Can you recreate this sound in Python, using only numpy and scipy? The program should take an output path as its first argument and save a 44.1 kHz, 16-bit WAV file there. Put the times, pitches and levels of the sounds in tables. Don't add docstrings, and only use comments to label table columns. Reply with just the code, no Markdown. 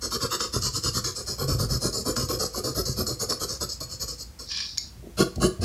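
import sys
import numpy as np
from scipy import signal
from scipy.fft import rfft, irfft
from scipy.io import wavfile
from scipy.ndimage import map_coordinates

SR = 44100
rng = np.random.default_rng(int(sys.argv[2]) if len(sys.argv) > 2 else 0)


def output_pcm(signal):
    pcm = np.clip(np.atleast_2d(signal).T, -1, 1) * 32767
    wavfile.write(sys.argv[1], SR, np.round(pcm).astype(np.int16))


N = 248724
TAPS = 8192
BINS = np.fft.rfftfreq(TAPS, 1 / SR)


def gain_of(db):
    return 10 ** (np.asarray(db) / 20)


def evened(x):
    return x / np.sqrt(np.mean(x ** 2) + 1e-20)


def unit(gain):
    return gain / np.sqrt(np.mean(gain ** 2))


def at(curve, s):
    return np.interp(s, *np.transpose(curve))


def read(points, hz):
    f, value = np.transpose(points)
    return np.interp(np.log(hz + 1), np.log(f), value)


def add(mix, s, sound):
    part = mix[max(round(s * SR), 0):][:len(sound)]
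    part += sound[:len(part)]


def humps(modes, shift=1):
    power = 0
    for hz, width, db in modes:
        offset = (BINS - hz * shift) / (width / np.sqrt(2))
        power = power + (gain_of(db) / (1 + offset ** 2)) ** 2
    return np.sqrt(power)


def above(hz):
    return 1 / (1 + (hz / (BINS + 1)) ** 40)


def ring(gain):
    log_gain = np.log(np.maximum(gain / gain.max(), 1e-5))
    circle = np.concatenate([log_gain, log_gain[-2:0:-1]])
    spectrum = np.exp(np.conj(signal.hilbert(circle)))[:len(BINS)]
    return gain.max() * irfft(spectrum)[:TAPS // 2]


def wander(count, hz):
    knots = rng.standard_normal(4096)
    return evened(np.interp(np.arange(count) * hz / SR, np.arange(len(knots)), knots))


def fibres(speed, density, spread_db, clump_db, clump_hz):
    count = len(speed)
    hit = rng.random(count) < density * (.3 + speed) / SR
    size = gain_of(spread_db * np.minimum(rng.exponential(1, count), 4))
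    size = size * rng.choice([-1, 1], count)
    return hit * size * gain_of(clump_db * wander(count, clump_hz))


def driven(jolts, force, gain):
    sound = signal.fftconvolve(jolts * force, ring(gain))
    energy = np.sum(force ** 2) * np.mean(gain ** 2)
    return sound * np.sqrt(energy / (np.sum(sound ** 2) + 1e-20))


def blows(rows, gain, contact_s):
    out, t, body = np.zeros(N), np.arange(TAPS // 8) / SR, ring(gain)
    for s, db in rows:
        burst = rng.standard_normal(len(t)) * np.exp(-t / contact_s)
        sound = signal.fftconvolve(burst, body)
        add(out, s, gain_of(db) * sound / abs(sound).max())
    return out


def ripple(shortest_s, longest_s, strength, most=.6):
    colour = 1
    for spacing_s in rng.uniform(shortest_s, longest_s, 2):
        turn = np.exp(2j * np.pi * (BINS * spacing_s + rng.random()))
        colour = colour * abs(1 + np.clip(strength, 0, most) * turn)
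    return colour


def sliding(sound, count, glide):
    pace = 1 + glide * np.interp(np.arange(len(sound)), [0, count], [-1, 1])
    return map_coordinates(sound, [np.cumsum(pace)], order=5)


# pitch_hz [Hz], relative density_db [dB per Hz]
NOISE_SPECTRUM = [(20, -39), (55, 9), (120, -6.5), (250, -13.5), (500, -24), (1000, -25.5), (3000, -30.5),
                  (6000, -30), (15500, -37)]
NOISE_DB = -45


def floor(sway_db=2):
    hz = np.fft.rfftfreq(N, 1 / SR)
    spectrum = rfft(rng.standard_normal(N)) * gain_of(read(NOISE_SPECTRUM, hz))
    noise = evened(irfft(spectrum, N))
    rumble = signal.sosfilt(signal.butter(2, 200, fs=SR, output="sos"), noise)
    sway = gain_of(sway_db * wander(N, 13)) - 1
    return gain_of(NOISE_DB) * (noise + rumble * sway)


# pitch_hz [Hz], t60_s [s]
ROOM_DECAY = [(100, 0.3), (400, 0.33), (1500, 0.32), (5000, 0.34), (13000, 0.26)]


def room(x, gap_s=0.0046):
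    count = SR // 2
    late = np.arange(count) > gap_s * SR
    taps = rng.standard_normal(count) * (rng.random(count) < 4000 / SR) * late
    hz, t, z = signal.stft(taps, SR, nperseg=256)
    decay = gain_of(-60 * t / read(ROOM_DECAY, hz)[:, None])
    tail = signal.istft(z * decay, SR, nperseg=256)[1]
    return signal.fftconvolve(x, tail / np.linalg.norm(tail))[:N]


# start_s [s], peak_db [dB]
PENCIL_CLICKS = [(4.781, -9)]
# pitch_hz [Hz], relative level_db [dB], t60_s [s]
CLICK_PARTIALS = [(2160, -29.5, 0.064), (4580, 1.5, 0.008), (5400, 0.5, 0.0096), (6750, -4, 0.016),
                  (11600, -22.5, 0.018)]


def clicks(contact_s=0.00064):
    out, t, click = np.zeros(N), np.arange(TAPS // 4) / SR, 0
    for hz, db, t60 in CLICK_PARTIALS:
        click = click + gain_of(db - 60 * t / t60) * np.sin(2 * np.pi * hz * t)
    click = click * (1 - np.exp(-(t / contact_s) ** 2))
    for s, db in PENCIL_CLICKS:
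        add(out, s, gain_of(db) * click / abs(click).max())
    return out


# start_s [s], length_s [s], rise_s [s], hold_s [s], level_db [dB],
# low_db and high_db, the low and high resonances relative to the middle [dB]
FINGER_RUBS = [(4.462, .32, 0.05, 0.13, -33, -6, -20), (4.776, 0.14, 0.0072, .01, -40, -21, -15)]
# pitch_hz [Hz], width_hz [Hz], relative level_db [dB]
BARREL_RESONANCES = [(1120, 120, -12.5), (1707, 82, -1), (2410, 130, -1.5), (3620, 710, 0),
                     (4500, 810, -1.5), (4850, 500, 2), (5480, 450, 0), (5570, 220, 0.5), (6780, 440, -6),
                     (7550, 350, -12), (8950, 410, -13)]
RUB_FADE_DB_PER_S, RUB_RELEASE_S = 105, 0.025
LOW_POWER = 4.2


def slide():
    out, barrel = np.zeros(N), humps(BARREL_RESONANCES)
    not_low, high = above(3680), above(6200)
    for s, length, rise, hold, db, low_db, high_db in FINGER_RUBS:
        t = np.arange(0, length, 1 / SR)
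        easing = np.maximum(t - rise - hold, 0)
        force = np.minimum(t / rise, 1) * gain_of(-RUB_FADE_DB_PER_S * easing)
        force = force * np.minimum((length - t) / RUB_RELEASE_S, 1)
        jolts = fibres(np.ones(len(t)), density=8700, spread_db=-0.5, clump_db=1.7, clump_hz=252.5)
        parts = [(not_low * (1 - high), force),
                 (1 - not_low, gain_of(low_db) * force ** LOW_POWER),
                 (high, gain_of(high_db) * force)]
        for band, level in parts:
            rub = signal.fftconvolve(jolts, ring(barrel * band))[:len(t)]
            add(out, s, gain_of(db) * level * evened(rub))
    return out


# start_s [s], peak_db [dB]
SKIN_CATCHES = [(4.5195, -21), (4.5735, -19), (4.6035, -20), (4.7748, -19.5)]


def catches():
    return blows(SKIN_CATCHES, humps(BARREL_RESONANCES), contact_s=0.0017)


# start_s [s], length_s [s], desk rumble_db [dB], board rustle_db [dB]
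HAND_SHIFTS = [(4.954, 0.057, -45, -66), (5.022, 0.093, -70, -46.5), (5.357, 0.1, -30, -41.5),
               (5.589, 0.049, -28, -43)]


def hand():
    out, desk, wood = np.zeros(N), unit(humps(DESK_RESONANCES)), unit(humps(BOARD_RESONANCES[1]))
    for s, length, desk_db, board_db in HAND_SHIFTS:
        u = np.linspace(0, 1, round(length * SR))
        force = np.interp(u, [0, .06, .7, 1], [0.17, 1.3, 1.1, 0.57])
        jolts = fibres(force, density=4000, spread_db=1.5, clump_db=2.5, clump_hz=120)
        add(out, s, driven(jolts, force, gain_of(desk_db) * desk + gain_of(board_db) * wood))
    return out


# start_s [s], peak_db [dB], board_db relative to the desk [dB]
BOARD_BUMPS = [(0.234, -20.5, -18), (0.564, -13.5, -14.5), (0.856, -25, -21), (0.967, -19.5, -2),
               (1.423, -20.5, -16), (1.549, -20, -11), (1.637, -31, -24), (1.853, -15.5, 3),
               (1.977, -30, -20), (2.092, -20, 10), (2.232, -22, -25), (2.894, -18.5, -23), (2.988, -19, 9),
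               (5.207, -17, 10), (5.442, -10, 1)]


def bumps(soft_hz=430, contact_s=0.001):
    desk = humps(DESK_RESONANCES)
    wood = humps(BOARD_RESONANCES[1]) / (1 + (BINS / soft_hz) ** 4)
    return sum(blows([(s, db)], desk + gain_of(board_db) * wood, contact_s)
               for s, db, board_db in BOARD_BUMPS)


# start_s [s], peak_db [dB], crackle_db of the sheet relative to the tip [dB]
PAPER_SNAGS = [(0.208, -29, -14), (0.406, -17.5, 15), (0.623, -21, -14), (0.838, -17, -20),
               (1.045, -24, -12), (1.485, -34, -21), (1.929, -22, -20), (2.165, -15.5, 4),
               (2.288, -22.5, -20), (2.752, -29, 4), (2.856, -35, -14), (3.299, -15, -26),
               (3.3059, -14, -9), (3.3225, -18, 1), (5.358, -31, -21)]
TEAR_DB = -19


def snags():
    tip = humps(TIP_RESONANCES[0])
    crackle = humps(SHEET_RESONANCES[0]) + gain_of(TEAR_DB) * above(810) * (1 - above(4900))
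    return sum(blows([(s, db)], tip + gain_of(crackle_db) * crackle, contact_s=.0026)
               for s, db, crackle_db in PAPER_SNAGS)


# pitch_hz [Hz], width_hz [Hz], relative level_db [dB]
DESK_RESONANCES = [(63, 20, -1.5), (97, 34, -2.5), (119, 25, 2.5)]


def thud(jolts, speed):
    return driven(jolts, speed ** 0.52, unit(humps(DESK_RESONANCES)))


# pitch_hz [Hz], width_hz [Hz], relative level_db [dB]
BOARD_RESONANCES = [
    [(197, 29, 5), (242, 37, -0.5), (303, 68, -2), (375, 92, 0.5), (480, 92, 2.5), (557, 90, -5.5),
     (640, 21, -3.5), (733, 32, -7), (822, 32, -13.5)],
    [(198, 39, 5), (240, 43, 0), (308, 91, -3), (368, 72, 3), (480, 130, -6), (635, 91, -6.5),
     (744, 46, -8)],
]


def board(speed, spot, pitch_hz, upper_db, focus_db=4, bite_db=5):
    judder = fibres(speed, density=1800, spread_db=2.0, clump_db=2.5, clump_hz=117.0)
    octaves_away = abs(np.log2((BINS + 1) / pitch_hz))
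    focus = gain_of(-focus_db * octaves_away + upper_db * above(540))
    colour = ripple(0.0023, 0.00694, strength=0.33)
    gain = unit(humps(BOARD_RESONANCES[spot]) * focus * colour)
    high, bite = above(418.6), gain_of(bite_db * np.linspace(.4, -.6, len(speed)))
    return driven(judder, speed * bite, gain * high) + driven(judder, speed ** 1.5, gain * (1 - high))


# pitch_hz [Hz], width_hz [Hz], relative level_db [dB]
SHEET_RESONANCES = [
    [(1066, 64, 2), (1157, 97, 1.5), (1286, 67, 2.5), (1387, 120, -4.5), (1500, 73, -12), (1660, 42, -5.5),
     (1830, 62, -52)],
    [(1110, 88, 5), (1247, 88, 3), (1396, 86, 2), (1550, 76, -4), (1654, 45, 1)],
]


def sheet(speed, spot, direction):
    coarse = fibres(speed, density=3000, spread_db=0.5, clump_db=3.0, clump_hz=157)
    colour = ripple(0.002023, 0.00691, strength=0.38)
    sound = driven(coarse, speed ** 1.09, unit(humps(SHEET_RESONANCES[spot]) * colour))
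    return sliding(sound, len(speed), glide=0.0522 * direction)


# pitch_hz [Hz], width_hz [Hz], relative level_db [dB]
TIP_RESONANCES = [
    [(1880, 270, -21), (2400, 90, -18), (2800, 70, -23), (3070, 420, -24), (3693, 110, -12),
     (4257, 280, -2.5), (4490, 306, 1), (5214, 324, 4), (5630, 81, -8), (5880, 210, -4.5),
     (6480, 274, -1.5), (6970, 206, -1), (7728, 194, -1.5), (8080, 220, -8.5), (9010, 260, -12.5),
     (10320, 660, -20.5), (10750, 510, -20.5), (11680, 300, -16), (12820, 300, -14)],
    [(2140, 130, -14), (2510, 310, -4), (2950, 550, -1.5), (3520, 190, -5), (4370, 500, 4.5),
     (5290, 610, 1.5), (6480, 500, 2), (7200, 670, -1), (8300, 400, -9), (9240, 320, -1.5), (9900, 380, -4),
     (10800, 250, -22), (12340, 270, -10), (13100, 240, -8)],
]


def tip_gain(spot, direction, sheen_db, rasp_db, upper_db, detune=0.0089, uneven_db=2.03):
    modes = [(hz * (1 + detune * rng.standard_normal()), width, db + uneven_db * rng.standard_normal())
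             for hz, width, db in TIP_RESONANCES[spot]]
    gain = humps(modes, 1 - 0.0023 * direction) * ripple(0.001022, .004, strength=0.32)
    gain = gain * (1 - above(13940)) ** 2
    not_low, top = above(3800), above(8790)
    middle = gain * not_low * (1 - top)
    sheen = gain * top * ripple(0.000702, .0022, strength=0.72)
    rasp = gain * (1 - not_low) * gain_of(upper_db * above(2560))
    rasp = rasp * ripple(0.000489, 0.001929, strength=0.86)
    return unit(middle), gain_of(sheen_db) * unit(sheen), gain_of(rasp_db) * unit(rasp)


def scratch(jolts, speed, direction, bands, rock_db=0.79):
    count, tip = len(speed), 0
    for band in bands:
        force = speed ** 0.87 * gain_of(rock_db * wander(count, 82.4))
        tip = tip + driven(jolts, force, band)
    return sliding(tip, count, glide=0.0061 * direction)


def stroke_speed(length, crest):
    u = np.linspace(0, 1, round(length * SR))
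    return np.sin(np.pi / 2 * np.interp(u, [0, np.clip(crest, .02, .95), 1], [0, 1, 0]))


# start_s [s], length_s [s], crest, the place of top speed [0-1],
# scratch level_db [dB], weight_db of the hand [dB]
PENCIL_STROKES = [(.007, 0.085, 0.43, -30, -7), (.101, .082, 0.48, -29, -2.5),
                  (.196, 0.088, 0.42, -29.5, -0.5), (.296, 0.079, 0.55, -28.5, -1.5),
                  (.392, 0.096, 0.15, -29.5, -3.5), (.52, 0.087, 0.28, -30, -3.5),
                  (.604, 0.098, 0.57, -27, -9), (.722, 0.081, 0.52, -28.5, -8),
                  (.82, 0.09, 0.51, -25.5, -7), (.925, 0.08, 0.63, -28, -4.5), (1.036, 0.1, 0.1, -29, -7.5),
                  (1.142, 0.11, 0.29, -34, -8), (1.257, .11, 0.24, -31, -9.5),
                  (1.373, 0.096, 0.4, -33.5, 0.5), (1.47, 0.11, .21, -30.5, -2),
                  (1.577, 0.1, 0.29, -31.5, -1.5), (1.68, 0.11, .47, -29.5, -6),
                  (1.799, .11, .44, -29.5, -3), (1.92, .12, 0.26, -29.5, -7.5),
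                  (2.041, 0.098, 0.42, -31, 0.5), (2.155, .13, 0.1, -30, -3.5), (2.279, 0.11, 0.21, -32, 1),
                  (2.384, 0.11, 0.24, -28.5, -4), (2.526, 0.087, 0.63, -33, -.5),
                  (2.633, .11, 0.09, -32, -1.5), (2.74, 0.088, 0.52, -29.5, -2),
                  (2.85, .11, 0.06, -30.5, -9.5), (2.954, 0.088, 0.55, -30, -2),
                  (3.06, 0.099, 0.07, -29.5, -7), (3.184, 0.074, .58, -29, -5.5),
                  (3.281, 0.082, 0.23, -27.5, -6), (3.392, 0.068, 0.58, -30, -3.5),
                  (3.478, 0.11, 0.18, -31.5, -9.5), (3.598, 0.06, 0.45, -29.5, -4),
                  (3.685, 0.085, 0.07, -32, -20), (3.801, 0.066, .05, -35, -7),
                  (3.884, 0.093, 0.4, -36.5, -12.5), (3.99, 0.062, 0.57, -29.5, -12),
                  (4.071, 0.09, 0.13, -34, -11.5), (4.171, 0.072, 0.62, -36, -17.5),
                  (4.386, 0.099, 0.09, -41, -8), (5.167, 0.079, 0.53, -28, 6.5),
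                  (5.397, .089, 0.52, -29.5, 7), (5.605, 0.072, 0.52, -33, 3)]
MOVE_S = 5
# start_s [s], slack [0 flat, about 1 lifted]
SHEET_SLACK = [(0, 0.49), (.1, 0.87), (.2, 0.66), (.3, 1.18), (.53, 0.8), (.63, 0.85), (1.04, .8),
               (1.15, 0.34), (1.57, 0.22), (1.8, 0), (2.04, 0.01), (2.155, 0.46), (2.28, 0.29),
               (2.7, 0.045), (2.95, 0.036), (3.2, 0.054), (3.4, 0.53), (4.07, 0.51), (4.4, 0.55),
               (5.2, 0.24)]
# first spot [dB],
# second spot [dB], follow, per dB of the hand's weight [dB/dB], lift, added per unit of slack [dB]
SHEEN_LEVEL = (-7.5, -9.5, 0.43, -4.5)
RASP_LEVEL = (-20, -15.5, 0.84, 12)
SHEET_LEVEL = (-6.5, -9.5, 1.1, 5)
BOARD_LEVEL = (3.5, 5.5, 1.0, -5.5)
PUSH_SHEEN_DB = 1.54
RASP_UPPER_DB, RASP_UPPER_LIFT_DB = -2.5, 8
BOARD_UPPER_DB, BOARD_UPPER_LIFT_DB = 2.2, -8
# start_s [s], level_db [dB]
THUD_LEVEL = [(0, -6), (.39, -17), (.55, 3), (1.2, -5.5), (1.42, 7.5), (1.68, 8), (1.85, -8), (2.2, -1),
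              (2.5, -9), (2.7, 0.5), (3.1, 1), (3.3, -10), (3.9, 3), (4.2, -9), (5.17, -9.5), (5.45, -2)]
THUD_PER_WEIGHT = 0.86
# start_s [s], pitch_hz [Hz]
BOARD_FOCUS = [(.35, 420), (.55, 206), (.93, 232), (1.1, 530), (1.35, 392), (1.75, 245), (2.2, 424),
               (2.85, 425), (2.96, 228), (3.2, 490), (4.4, 520), (5.17, 288)]
STRAY_OCTAVES = 0.1


def layer_db(levels, spot, weight_db, slack):
    *base, follow, lift = levels
    return base[spot] + follow * weight_db + lift * slack


def strokes():
    out = np.zeros(N)
    for index, (s, length, crest, db, weight_db) in enumerate(PENCIL_STROKES):
        spot, slack, speed = int(s > MOVE_S), at(SHEET_SLACK, s), stroke_speed(length, crest)
        direction = 1 if spot or index % 2 else -1
        sheen_db = layer_db(SHEEN_LEVEL, spot, weight_db, slack) + PUSH_SHEEN_DB * direction
        rasp_db = layer_db(RASP_LEVEL, spot, weight_db, slack)
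        sheet_db = layer_db(SHEET_LEVEL, spot, weight_db, slack)
        board_db = layer_db(BOARD_LEVEL, spot, weight_db, slack)
        thud_db = at(THUD_LEVEL, s) + THUD_PER_WEIGHT * weight_db
        rasp_upper_db = RASP_UPPER_DB + RASP_UPPER_LIFT_DB * slack
        board_upper_db = BOARD_UPPER_DB + BOARD_UPPER_LIFT_DB * slack
        board_hz = at(BOARD_FOCUS, s) * 2 ** (STRAY_OCTAVES * rng.standard_normal())
        fine = fibres(speed, density=9000, spread_db=3.0, clump_db=0.8, clump_hz=447.0)
        bands = tip_gain(spot, direction, sheen_db, rasp_db, rasp_upper_db)
        add(out, s, gain_of(db) * scratch(fine, speed, direction, bands))
        add(out, s, gain_of(db + sheet_db) * sheet(speed, spot, direction))
        add(out, s, gain_of(db + board_db) * board(speed, spot, board_hz, board_upper_db, focus_db=5.0))
        add(out, s, gain_of(db + thud_db) * thud(fine, speed))
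    return out


def scene(room_db=-9.5):
    near = strokes() + snags() + bumps() + hand() + slide() + catches() + clicks()
    return (near + gain_of(room_db) * room(near) + floor())[None]


def record(dry, low_cut_hz=40, edge_hz=15800):
    bass_cut = signal.butter(3, low_cut_hz, "high", fs=SR, output="sos")
    thinned = signal.sosfilt(bass_cut, dry)
    treble_cut = signal.firwin(2047, edge_hz, window=("kaiser", 9), fs=SR)
    return signal.oaconvolve(thinned, treble_cut[None], "same")


dry = scene()
out = record(dry)
output_pcm(out)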